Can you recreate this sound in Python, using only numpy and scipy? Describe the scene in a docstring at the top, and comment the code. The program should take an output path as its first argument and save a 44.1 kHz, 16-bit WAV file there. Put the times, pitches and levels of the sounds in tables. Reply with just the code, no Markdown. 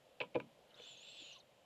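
"""Owlets in a nest box

Claws and bodies knock on the wooden boards: first a sharp clatter, then a dull thump.
One owlet begs, forcing air through its throat in a long raspy hiss. A thin whistle arches
above the hiss, and a soft squeak comes near its end. The birds shuffle about, and quiet
outdoor air murmurs through the box."""
import sys
import numpy as np
from scipy import signal
from scipy.fft import rfft, irfft
from scipy.io import wavfile

SR = 44100
rng = np.random.default_rng(int(sys.argv[2]) if len(sys.argv) > 2 else 0)


def digitize_waveform(pressure):
    """Quantize a signal to 16-bit integers and store it at the path in sys.argv[1].

    Rows of a 2-D input are taken as channels; values are limited to [-1, 1].
    """
    field = np.atleast_2d(pressure).T
    bounded = np.clip(field, -1, 1)
    quanta = np.round(bounded * 32767).astype(np.int16)
    wavfile.write(sys.argv[1], SR, quanta)


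N = 72765
TIME = np.arange(N) / SR
SPECTRUM_HZ = np.arange(N // 2 + 1) * SR / N

# How hard the owlet hisses: (time [s], level [dB])
HISS_LOUDNESS = [(.66, -113), (.71, -69), (.74, -91), (.772, -64), (.79, -64), (.84, -58.5), (.89, -56.5),
                 (.965, -61.5), (1.02, -60.5), (1.075, -56), (1.19, -55), (1.235, -55), (1.285, -55.5),
                 (1.318, -58), (1.362, -57), (1.39, -67), (1.41, -87), (1.43, -90)]
# The broad colour of the hiss: (frequency [Hz], level [dB])
HISS_COLOUR = [(1200, -19.5), (2100, -18), (2350, -13), (2550, 1), (2820, -10), (2980, 6), (3170, -2),
               (3450, -3), (3700, -4.5), (4250, -2.5), (4480, -11), (5400, -17), (6300, -19.5),
               (7600, -26.5), (8300, -32.5), (11000, -48)]
# Narrow bands where the box rings with the hiss: (frequency [Hz], width [Hz], level [dB])
HISS_BOX_PEAKS = [(2740, 69, -0.5), (2980, 62, -6.5), (3110, 52, -5.5), (3396, 55, -3), (3640, 60, -1),
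                  (3870, 120, -5), (4250, 100, -8)]
# The throat's gliding ring: (time [s], frequency [Hz], level relative to the hiss [dB])
THROAT_GLIDE = [(.71, 2940, 2.5), (.785, 3498, -2.5), (.87, 3490, -5.5), (1.0, 3430, -4), (1.11, 3516, -9),
                (1.22, 3407, -2.5), (1.27, 2992, -16), (1.318, 2830, 0.5), (1.37, 2950, -51)]
# How loud the faint airy edge of the call is: (time [s], level [dB])
EDGE_LOUDNESS = [(.75, -91), (.775, -80), (.86, -77.5), (1.0, -82), (1.28, -81), (1.375, -94), (1.40, -90)]
# The colour of that edge: (frequency [Hz], level [dB])
EDGE_COLOUR = [(5000, -26), (6900, -2.5), (7500, -2), (7900, -7), (8400, -37), (11000, -74)]


def begging_hiss(throat_width_hz=80, rasp_hz=142, rasp_db=-1):
    """Air forced through the throat hisses and rings in the box; a fast flutter makes it rasp."""
    level_db, = in_time(HISS_LOUDNESS)
    edge_db, = in_time(EDGE_LOUDNESS)
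    throat_hz, throat_db = in_time(THROAT_GLIDE)
    phase = 2 * np.pi * np.cumsum(throat_hz) / SR
    # Wobbling a tone at random smears it into a narrow band of noise.
    throat = rms_one(drift(throat_width_hz) * np.cos(phase) + drift(throat_width_hz) * np.sin(phase))
    breath = from_db(-4) * noise(HISS_COLOUR)
    box = from_db(-5.5) * ringing_noise(HISS_BOX_PEAKS)
    body = from_db(level_db) * (breath + box + from_db(throat_db) * throat)
    edge = from_db(edge_db) * noise(EDGE_COLOUR)
    rasp = rms_one(from_db(rasp_db * drift(rasp_hz)))
    return (body + edge) * rasp


# Three lists, for the opening chirp, long arch and closing drop: (time [s], pitch [Hz], level [dB])
WHISTLE_PARTS = [
    [(.743, 3730, -58), (.746, 3720, -57), (.751, 3980, -67), (.754, 4800, -74), (.764, 6200, -79),
     (.775, 6600, -94)],
    [(.80, 6520, -99), (.812, 6070, -78), (.83, 5980, -75), (.847, 6450, -72), (.86, 7070, -70),
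     (.882, 7440, -70.5), (.93, 7020, -64.5), (.955, 7150, -75), (.963, 6900, -86), (.976, 6400, -69),
     (.992, 6550, -70.5), (1.016, 6990, -66), (1.054, 7440, -76), (1.085, 7520, -71), (1.112, 7400, -63.5),
     (1.14, 7890, -78.5), (1.157, 7900, -71.5), (1.19, 7350, -75), (1.218, 7200, -65), (1.24, 6850, -67.5),
     (1.262, 7020, -69.5), (1.31, 6850, -72), (1.334, 5950, -62), (1.355, 5750, -95)],
    [(1.375, 6740, -83), (1.392, 6200, -72), (1.397, 5500, -78), (1.399, 4500, -64), (1.404, 4150, -58.5),
     (1.408, 3660, -65.5), (1.418, 3700, -78)],
]
# How hoarse the whistle is: (time [s], wobble [share of the pitch])
WHISTLE_WOBBLE = [(.75, .012), (.84, 0.0075), (.90, 0.0094), (1.12, 0.005), (1.22, 0.0082), (1.30, 0.029),
                  (1.34, .035), (1.405, 0.03)]


def whistle(wobble_hz=510, flutter_hz=82, flutter_db=2.5):
    """A thin, unsteady tone sweeps up as the call opens and drops as it closes."""
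    out = np.zeros(N)
    wobble, = in_time(WHISTLE_WOBBLE)
    for part in WHISTLE_PARTS:
        hz, level_db = in_time(part)
        hoarse_hz = hz * (1 + wobble * drift(wobble_hz))
        tone = np.sin(2 * np.pi * np.cumsum(hoarse_hz) / SR)
        flutter = from_db(flutter_db * drift(flutter_hz))
        sounding = (TIME > part[0][0]) & (TIME < part[-1][0])
        out += sounding * from_db(level_db) * rms_one(tone * flutter)
    return out


# Echoes inside the box: (delay [s], level [dB])
BOX_ECHOES = [(.0017, -37), (.0031, -27.5), (.0053, -16), (.0089, -13.5)]


def wall_echoes(sound):
    """The close walls bounce a sound back as quick, quieter copies."""
    return sound + sum(from_db(db) * np.interp(TIME - delay, TIME, sound, left=0)
                       for delay, db in BOX_ECHOES)


def squeak(start_s=1.346, length_s=0.049, from_hz=1200, to_hz=940, level_db=-63.5):
    """A short, soft tone swells and fades as its pitch falls."""
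    progress = np.clip((TIME - start_s) / length_s, 0, 1)
    hz = from_hz + (to_hz - from_hz) * progress
    swell = np.sin(np.pi * progress) ** 2
    return from_db(level_db) * swell * np.sin(2 * np.pi * np.cumsum(hz) / SR)


# Each knock and its strength, low to high: (time [s], thud [dB], board [dB], rap [dB], click [dB])
KNOCK_HITS = [(0.2024, -71, -54, -52, -34.5), (0.2061, -55.5, -35.5, -40.5, -39),
              (.2130, -48.5, -53, -39.5, -30.5), (.2203, -63, -42, -61, -43), (.2285, -76, -72, -53, -56),
              (0.235, -61, -56, -40, -61), (0.2473, -56, -74, -66, -57), (.3458, -78, -66, -70, -48.5),
              (0.3504, -35.5, -35.5, -44.5, -49.5), (0.3541, -32.5, -35, -36.5, -41),
              (0.36, -40.5, -30, -38, -49), (0.3686, -49.5, -36, -79, -58), (0.3796, -63, -55, -52, -85),
              (.4000, -50.5, -50.5, -44, -44), (0.4132, -54.5, -81, -61, -63),
              (0.7963, -70, -49, -65.5, -56.5)]
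# Where those four parts of a knock lie: (thud [Hz], board [Hz], rap [Hz], click [Hz])
KNOCK_PITCHES = (250, 520, 1000, 2600)
# The notes the box rings at: (pitch [Hz], level [dB], time to fade by 60 dB [s])
BOX_NOTES = [(129.8, -8.5, .14), (205.6, -19.5, 0.19), (272, -10.5, 0.14), (330.6, -5, 0.087),
             (432.4, -4, 0.1), (486.3, -1, 0.082), (555, -0.5, 0.057), (562.7, -7.5, 0.076),
             (609, -4, 0.078), (840, -2.5, 0.028), (987.6, -4.5, 0.062), (1242, -26, 0.17),
             (1653, -13.5, 0.037), (2248, -5.5, 0.033), (2398, -9.5, 0.07), (2520, -6, 0.043),
             (2637, -6, 0.03), (2915, -17.5, 0.038), (3117, -8, 0.014)]
# The blur of ringing boards between those notes: (frequency [Hz], level [dB])
BOARD_COLOUR = [(70, -24), (120, 1), (500, -1.5), (900, -8.5), (1150, -6.5), (1500, -3), (1950, -14),
                (2300, 1.5), (3150, -5), (4000, -15.5), (5200, -31), (7000, -50.5), (13000, -63)]


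def knocks(burst_fade_s=0.019, tail_fade_s=0.13, lowest_hz=87):
    """Claws and bodies strike the box, which rings with its own notes and a short burst of noise."""
    out = np.zeros(N)
    for start, *parts_db in KNOCK_HITS:
        force = list(zip(KNOCK_PITCHES, parts_db))
        age = np.maximum(TIME - start, 0)
        ringing = np.flatnonzero(age)[:SR // 2]   # the half second after the knock
        for k, (hz, db, fade_s) in enumerate(BOX_NOTES):
            level = from_db(db + level_at(force, hz) - 60 * age[ringing] / fade_s)
            direction = (-1) ** k   # every other note starts by swinging the opposite way
            out[ringing] += direction * level * np.sin(2 * np.pi * hz * age[ringing])
        burst = strike_and_fade(start, burst_fade_s)
        tail = from_db(-18) * strike_and_fade(start, tail_fade_s)
        out += from_db(0.5) * (burst + tail) * coloured(noise(BOARD_COLOUR), force)
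    # The deepest bass, below the box's lowest note, is cut away.
    return signal.sosfilt(signal.butter(3, lowest_hz, "high", fs=SR, output="sos"), out)


# Each claw tick: (time [s], level [dB])
CLAW_TAPS = [(0.227, -63), (.4003, -58)]
# The colour of a tick: (frequency [Hz], level [dB])
CLAW_COLOUR = [(3000, -9), (5500, -3.5), (8000, 9), (9500, -6), (13000, -5)]


def claw_ticks(fade_s=0.0083):
    """A claw taps the wood and makes a tiny burst of bright noise."""
    level = sum(from_db(db) * strike_and_fade(start, fade_s) for start, db in CLAW_TAPS)
    return level * noise(CLAW_COLOUR)


# Each small movement: (middle time [s], half length [s], centre frequency [Hz], level [dB])
BODY_MOVES = [(.272, 0.049, 179, -67.5), (0.423, 0.032, 244, -58.5), (0.45, 0.042, 178, -63),
              (0.596, 0.022, 490, -67.5), (0.793, 0.097, 1430, -72.5), (1.22, 0.015, 310, -65)]


def shuffles(fall_db_per_octave=20.5):
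    """Moving bodies and downy feathers make brief swells of muffled noise."""
    out = np.zeros(N)
    for middle, half_length, hz, db in BODY_MOVES:
        band = [(hz / 2 ** 3, -3 * fall_db_per_octave), (hz, 0), (hz * 2 ** 4, -4 * fall_db_per_octave)]
        swell = np.exp(-((TIME - middle) / half_length) ** 2)
        out += from_db(db) * swell * noise(band)
    return out


# The colour of the air heard in the box: (frequency [Hz], level [dB])
AIR_COLOUR = [(25, -21), (55, -11), (100, -9.5), (138, -2.5), (175, -6.5), (300, -7), (400, -6), (540, 4),
              (700, -2), (900, -7), (1250, -14.5), (2100, -15.5), (3000, -11.5), (4200, -18.5),
              (5500, -23.5), (8000, -28.5), (13000, -28)]
# How loud the air is: (time [s], level [dB])
AIR_LOUDNESS = [(0, -68.5), (.6, -67.5), (1.2, -68.5), (1.65, -69)]


def outdoor_air():
    """Nearly steady outdoor noise takes on the hollow sound of the box."""
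    level_db, = in_time(AIR_LOUDNESS)
    return from_db(level_db) * noise(AIR_COLOUR)


def from_db(db):
    """Turn decibels into a number to multiply a sound by."""
    return 10 ** (np.asarray(db) / 20)


def rms_one(sound):
    """Scale a sound so that its average strength (rms) is 1."""
    return sound / np.sqrt(np.mean(sound ** 2) + 1e-20)


def in_time(rows):
    """Join a table's points over time, giving one curve for each column after the first."""
    times, *columns = np.transpose(rows)
    return [np.interp(TIME, times, column) for column in columns]


def level_at(colour, hz):
    """Read a colour's level in dB at any frequency, with octaves evenly spaced."""
    pitches, db = np.transpose(colour)
    return np.interp(np.log(np.maximum(hz, 1)), np.log(pitches), db)


def coloured(sound, colour):
    """Turn each frequency of a sound up or down to follow a colour."""
    return irfft(rfft(sound) * from_db(level_at(colour, SPECTRUM_HZ)), N)


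def noise(colour):
    """Steady noise of a given colour, with strength 1."""
    return rms_one(coloured(rng.standard_normal(N), colour))


def ringing_noise(peaks):
    """Noise that rings in a few narrow bands, with strength 1."""
    power = sum(from_db(2 * db) / (1 + ((SPECTRUM_HZ - centre) / width) ** 2) ** 2
                for centre, width, db in peaks)
    return rms_one(irfft(rfft(rng.standard_normal(N)) * np.sqrt(power), N))


def drift(rate_hz):
    """A random wobble up to about the given speed, with strength 1."""
    smoothing = signal.butter(2, rate_hz, fs=SR, output="sos")
    return rms_one(signal.sosfilt(smoothing, rng.standard_normal(N)))


def strike_and_fade(start, fade_s, rise_s=0.00061):
    """The loudness of a hit: it jumps up, then falls by 60 dB in fade_s seconds."""
    age = np.maximum(TIME - start, 0)
    rise = 1 - np.exp(-age / rise_s)
    return rise * from_db(-60 * np.minimum(age / fade_s, 10))


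def scene():
    """Add the birds' movements, the begging call and the air into one channel."""
    movements = knocks() + claw_ticks() + shuffles()
    call = begging_hiss() + wall_echoes(whistle()) + squeak()
    return (movements + call + outdoor_air())[None]


def record(dry, cutoff_hz=13100):
    """Cut away the highest treble steeply."""
    return signal.sosfilt(signal.ellip(10, .1, 70, cutoff_hz, fs=SR, output="sos"), dry)


dry = scene()
out = record(dry)
digitize_waveform(out)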